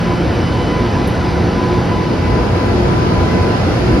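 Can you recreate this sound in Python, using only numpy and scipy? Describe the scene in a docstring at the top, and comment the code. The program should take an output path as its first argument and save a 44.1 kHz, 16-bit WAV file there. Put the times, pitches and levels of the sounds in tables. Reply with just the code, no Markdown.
"""A covered station platform, where an electric locomotive creeps along with its cooling blowers on.
Rumble and churning air fill the hall; halfway through, this rush grows a little and spreads out.
Over it two blowers whine at nearly the same pitch, so their tones beat, and the motors hum.
Echoes make all these tones waver. Two faint, bright ticks sound close by."""
import sys
import numpy as np
from scipy import signal
from scipy.fft import rfft, irfft
from scipy.io import wavfile

SR = 44100
rng = np.random.default_rng(int(sys.argv[2]) if len(sys.argv) > 2 else 0)


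def waveform_to_disk(signal):
    """Save audio, clipped to [-1, 1], as 16-bit WAV at the path in sys.argv[1]."""
    frames = np.transpose(np.atleast_2d(signal))
    scaled = np.clip(frames, -1, 1) * 32767
    samples = np.round(scaled).astype(np.int16)
    wavfile.write(sys.argv[1], SR, samples)


N = 176400  # 4 seconds

# The tone colour of the rushing air. Each row: frequency in Hz, base level in dB per Hz.
RUSH_COLOUR = [(20, -75), (30, -70), (43, -50.5), (57, -38.5), (70, -39.5), (90, -36.5), (120, -38),
               (145, -42), (230, -41.5), (330, -43.5), (390, -47.5), (480, -45.5), (570, -51), (750, -51),
               (930, -54), (1120, -58.5), (1450, -57.5), (1750, -61), (2150, -65), (2750, -66), (3400, -70),
               (5000, -70), (6000, -78), (6600, -79.5), (8000, -84.5), (11000, -91.5), (13500, -99.5),
               (15800, -99)]
# How the rush grows. Each row: time in seconds, then bass, middle and treble boost in dB.
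RUSH_SWELL = [(0, -1, -.8, -.4), (.7, -1, -.5, -.4), (1.25, -.9, -.3, -.5), (1.75, -.9, .3, -.7),
              (2.05, -1, .2, -.9), (2.28, 1.6, .6, -.5), (2.5, -.2, 1.4, .4), (2.85, 2.4, 1.2, 1.2),
              (3.05, 2, 1.2, 1.4), (3.2, 4, 1.2, 1.6), (3.45, 3.2, 1, 1.8), (3.7, 1.3, .8, 2),
              (3.88, 2, .8, 2.2), (4, 1.4, 1.3, 2.3)]
# Which side the rush favours. Each row: frequency in Hz, left minus right in dB.
RUSH_LEAN = [(50, 0), (200, -1), (650, 0.7), (1300, 1), (1900, -1.5), (2700, -0.5), (3500, 0.2), (5400, 0),
             (6500, 0.5), (9000, 0)]
# How alike the two ears sound (1 the same, 0 unrelated, -1 or below opposite).
# Each row: frequency in Hz, likeness while the sound is narrow, likeness once it has spread.
EAR_LIKENESS = [(60, 1, 0.95), (110, 0.96, .96), (246, 0.9, 0.82), (600, 0.83, 0.42), (1000, 0.35, 0.15),
                (1400, 0.67, 0.7), (1890, 0.55, -0.25), (2260, 1, 0.53), (3080, 0.91, -0.18),
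                (3580, 1, -0.24), (5030, 1, 0.34), (6070, 1, -0.4), (6220, .9, .05), (6700, -0.58, -0.1),
                (7200, -1.08, -0.47), (7960, -.75, -1.21), (9030, -0.16, 0.23), (10500, .97, .97),
                (12200, .85, .97), (13700, -1.05, -1.84)]
# The blowers' blade tone and its overtones at two and three times the pitch.
# Each row: time in seconds, base level in dB.
BLADE_LEVEL = [(0, -35), (.05, -34), (.12, -26.5), (.2, -41), (.45, -40), (.61, -28), (.66, -41),
               (.74, -27), (.82, -28.5), (.89, -38), (.97, -26.5), (1.04, -39), (1.22, -35), (1.27, -27),
               (1.33, -37), (1.39, -29), (1.44, -37), (1.53, -37), (1.59, -24.5), (1.67, -29), (1.77, -27),
               (1.85, -40), (1.92, -27.5), (2.08, -28), (2.14, -42), (2.27, -31.5), (2.45, -31.5),
               (2.5, -38), (2.55, -31.5), (2.66, -30.5), (2.76, -36), (2.95, -23.5), (3.02, -28),
               (3.14, -26), (3.29, -32), (3.38, -29), (3.48, -31), (3.55, -25.5), (3.62, -38), (3.85, -38),
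               (3.92, -28.5), (4, -35)]
DOUBLE_LEVEL = [(0, -42), (.25, -44), (.52, -41), (.65, -43), (.74, -35.5), (.84, -38.5), (.93, -46),
                (1.04, -37.5), (1.13, -38.5), (1.26, -47), (1.37, -40.5), (1.63, -49), (1.83, -42),
                (2.04, -42.5), (2.13, -48), (2.32, -38), (2.46, -47), (2.6, -38.5), (2.8, -44), (3.18, -44),
                (3.3, -36.5), (3.5, -46), (3.62, -37), (3.73, -39), (3.8, -45), (4, -42)]
TRIPLE_LEVEL = [(0, -54), (.19, -40), (.29, -47), (.35, -39.5), (.4, -45), (.45, -38.5), (.53, -40.5),
                (.6, -38.5), (.72, -41), (.83, -48), (.89, -41.5), (.95, -45), (1.1, -43), (1.18, -48),
                (1.26, -44), (1.44, -50), (1.53, -41.5), (1.59, -52), (1.64, -45), (1.85, -49), (1.94, -40),
                (1.99, -48), (2.22, -46), (2.3, -51), (4, -52)]
# Where the blade tone sits. Each row: time in seconds, left ear's lead in radians, left minus right in dB.
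BLADE_PLACE = [(0, -.3, 2), (1.4, 0, 0), (2.15, .3, 1), (2.35, .8, 8), (2.8, 1.6, 5), (2.95, 2.3, 7),
               (3.05, 2.6, 2), (3.15, 1.2, 3), (3.4, .4, 2), (3.56, 2.1, -5), (3.7, 1.4, 1), (4, 2, -1)]
# The swelling drone of the motors. Each row: time in seconds, level in dB.
DRONE_LEVEL = [(0, -35), (.07, -24), (.18, -23), (.28, -35), (.35, -22.5), (.44, -34), (.6, -23.5),
               (.72, -25), (.78, -35), (.85, -20.5), (.97, -33), (1.32, -32), (1.39, -20.5), (1.52, -26),
               (1.76, -20), (1.88, -35), (2.03, -25.5), (2.18, -34), (2.27, -22), (2.45, -32), (2.7, -31),
               (2.78, -20), (2.9, -23), (3.01, -20.5), (3.17, -33), (3.35, -31), (3.47, -21.5), (3.62, -35),
               (3.72, -26), (3.82, -33), (3.9, -24), (4, -24.5)]
# Hums and thin tones of the smaller machines on board.
# Each row: pitch in Hz, level in dB, echo width in Hz, left minus right in dB.
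MACHINE_HUMS = [(87.1, -31, 2.1, -1), (114.9, -30, 18, -1), (172.5, -26, 3, -3), (485, -37.5, 8, 3),
                (703, -43, 4, -1), (916, -45.5, 3, -3), (1505, -52, 6, -3), (1710, -53, 12, 4),
                (1780, -51, 14, -4), (2104, -55, 5, -3), (2256, -48.5, 12, 1), (2292, -52, 14, -3),
                (3758, -61, 40, -4), (6020, -64, 45, 1)]
# The ticks. Each row: start in seconds, level in dB, centre in Hz, width in Hz, fade time in seconds.
TICK_EVENTS = [(1.073, -32.3, 10700, 1500, .0075), (2.693, -50, 13500, 2000, .003)]


def air_rush(size=4096):
    """Churning air from the blowers makes noise and rumble, smeared and coloured by the hall."""
    hop = size // 4
    t, hz = np.arange(N // hop + 3) * hop / SR, np.fft.rfftfreq(size, 1 / SR)
    a, b, c, d = rng.standard_normal((4, len(t), len(hz)))
    flicker_db = .96 * blotches(t, hz, span_s=.083, span_hz=296)
    hall_db = .77 * blotches(t, hz, span_s=1, span_hz=24.8)  # the hall favours some pitches, drifting
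    level = over_hz(RUSH_COLOUR, hz) + flicker_db + hall_db
    for column, band in enumerate(np.eye(3), 1):
        share = over_hz(list(zip((150, 314, 4000), band)), hz)  # bass, middle, treble in Hz
        level += over_time(RUSH_SWELL, t, column)[:, None] * share
    lean = over_hz(RUSH_LEAN, hz) / 2
    spectrum = two_ears(a + 1j * b, c + 1j * d, t[:, None], hz) * amp([level + lean, level - lean])
    _, noise = signal.istft(spectrum, nperseg=size, noverlap=size - hop, time_axis=1, freq_axis=2)
    per_hz = np.sqrt(1.5 * SR / size)
    return per_hz * noise[:, :N]


def blower_whine():
    """The blades of two blowers turn at nearly the same speed, so their tones beat against each other."""
    t = np.arange(N) / SR
    levels = [over_time(BLADE_LEVEL, t) + 1.4, over_time(DOUBLE_LEVEL, t), over_time(TRIPLE_LEVEL, t)]
    lead = over_time(BLADE_PLACE, t)
    main = dict(width_hz=14, echo=.08, lean_db=over_time(BLADE_PLACE, t, column=2))
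    overtone = dict(width_hz=22, echo=.15, lean_db=-1)  # more echo, so more flutter
    out = np.zeros((2, N))
    for multiple, db in enumerate(levels, 1):
        space = main if multiple == 1 else overtone
        for blade_hz, blower_db in ((1003, 0), (984, -10.5)):
            out += amp(db + blower_db) * echoing_tone(multiple * blade_hz, lead=lead, **space)
    return out


def motor_hum():
    """The motors' drone swells and fades among the hums of the smaller machines."""
    swell = amp(over_time(DRONE_LEVEL, np.arange(N) / SR))
    drone = swell * echoing_tone(hz=357, width_hz=12, echo=.25, lean_db=0)
    return drone + sum(amp(db) * echoing_tone(hz, width_hz, echo=.35, lean_db=lean_db)
                       for hz, db, width_hz, lean_db in MACHINE_HUMS)


def ticks(rise_s=.0015):
    """Each tick is a tiny burst of high hiss with a quieter, slower tail."""
    out, hz = np.zeros((2, N)), np.fft.rfftfreq(N, 1 / SR)
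    for start, db, centre_hz, width_hz, fade_s in TICK_EVENTS:
        age = np.maximum(np.arange(N) / SR - start, 0)
        band = np.exp(-.5 * ((hz - centre_hz) / width_hz) ** 2)
        hiss = evened(irfft(rfft(rng.standard_normal((2, N))) * band, N))
        fade = np.exp(-age / fade_s) + amp(-15) * np.exp(-age / (7 * fade_s))
        out += amp(db) * hiss * np.minimum(age / rise_s, 1) * fade
    return out


def echoing_tone(hz, width_hz, echo, lean_db, lead=0):
    """Echoes make a pure tone waver: echo is their share of its power, and more width wavers faster."""
    t, offset_hz = np.arange(N) / SR, np.fft.fftfreq(N, 1 / SR)
    near = abs(offset_hz) < 3 * width_hz
    spectrum = near * np.exp(2j * np.pi * rng.random((2, N))) * np.exp(-(offset_hz / width_hz) ** 2)
    echoes = np.sqrt(echo) * two_ears(*evened(np.fft.ifft(spectrum)), t, hz)
    ears = np.array([[.5], [-.5]])  # left, right
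    direct = np.sqrt(1 - echo) * np.exp(1j * ears * lead)
    wave = (direct + echoes) * np.exp(2j * np.pi * (hz * t + rng.random()))
    return evened(wave.real) * amp(ears * lean_db)


def two_ears(shared, opposed, t, hz, from_s=1.8, to_s=2.63):
    """Mixes two unrelated sounds into left and right, spreading out halfway through."""
    spread = np.clip((t - from_s) / (to_s - from_s), 0, 1)
    narrow, wide = over_hz(EAR_LIKENESS, hz), over_hz(EAR_LIKENESS, hz, column=2)
    likeness = np.clip((1 - spread) * narrow + spread * wide, -.999, .999)
    mid, side = shared * np.sqrt((1 + likeness) / 2), opposed * np.sqrt((1 - likeness) / 2)
    return np.array([mid + side, mid - side])


def blotches(t, hz, span_s, span_hz):
    """Smooth random ups and downs across time and frequency."""
    shape = len(t), len(hz)
    noise = np.fft.rfft2(rng.standard_normal(shape))
    per_s, per_hz = np.fft.fftfreq(len(t), t[1])[:, None], np.fft.rfftfreq(len(hz), hz[1])
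    blur = np.exp(-2 * (per_s * span_s) ** 2 - 2 * (per_hz * span_hz) ** 2)
    return evened(np.fft.irfft2(noise * blur, shape))


def amp(db):
    """Turns decibels into a gain."""
    return 10 ** (np.asarray(db) / 20)


def evened(x):
    """Scales a signal to an average power of 1."""
    return x / np.sqrt(np.mean(abs(x) ** 2) + 1e-30)


def over_hz(table, hz, column=1):
    """Reads a table by frequency, gliding between rows on a pitch-like scale."""
    columns = np.transpose(table)
    return np.interp(np.log(hz + 1), np.log(columns[0] + 1), columns[column])


def over_time(table, t, column=1):
    """Reads a table by time, gliding between rows."""
    columns = np.transpose(table)
    return np.interp(t, columns[0], columns[column])


def scene():
    """The locomotive under the platform roof."""
    return air_rush() + blower_whine() + motor_hum() + ticks()


def record(dry):
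    """Rounds off any very loud peaks and cuts the highest treble."""
    knee, limit, top_hz = .7, .97, 15800
    excess, room = np.maximum(abs(dry) - knee, 0), limit - knee
    rounded = dry - np.sign(dry) * (excess - room * np.tanh(excess / room))
    treble_cut = signal.firwin(511, top_hz, window=("kaiser", 9), fs=SR)
    return signal.oaconvolve(rounded, treble_cut[None], "same")


dry = scene()
out = record(dry)
waveform_to_disk(out)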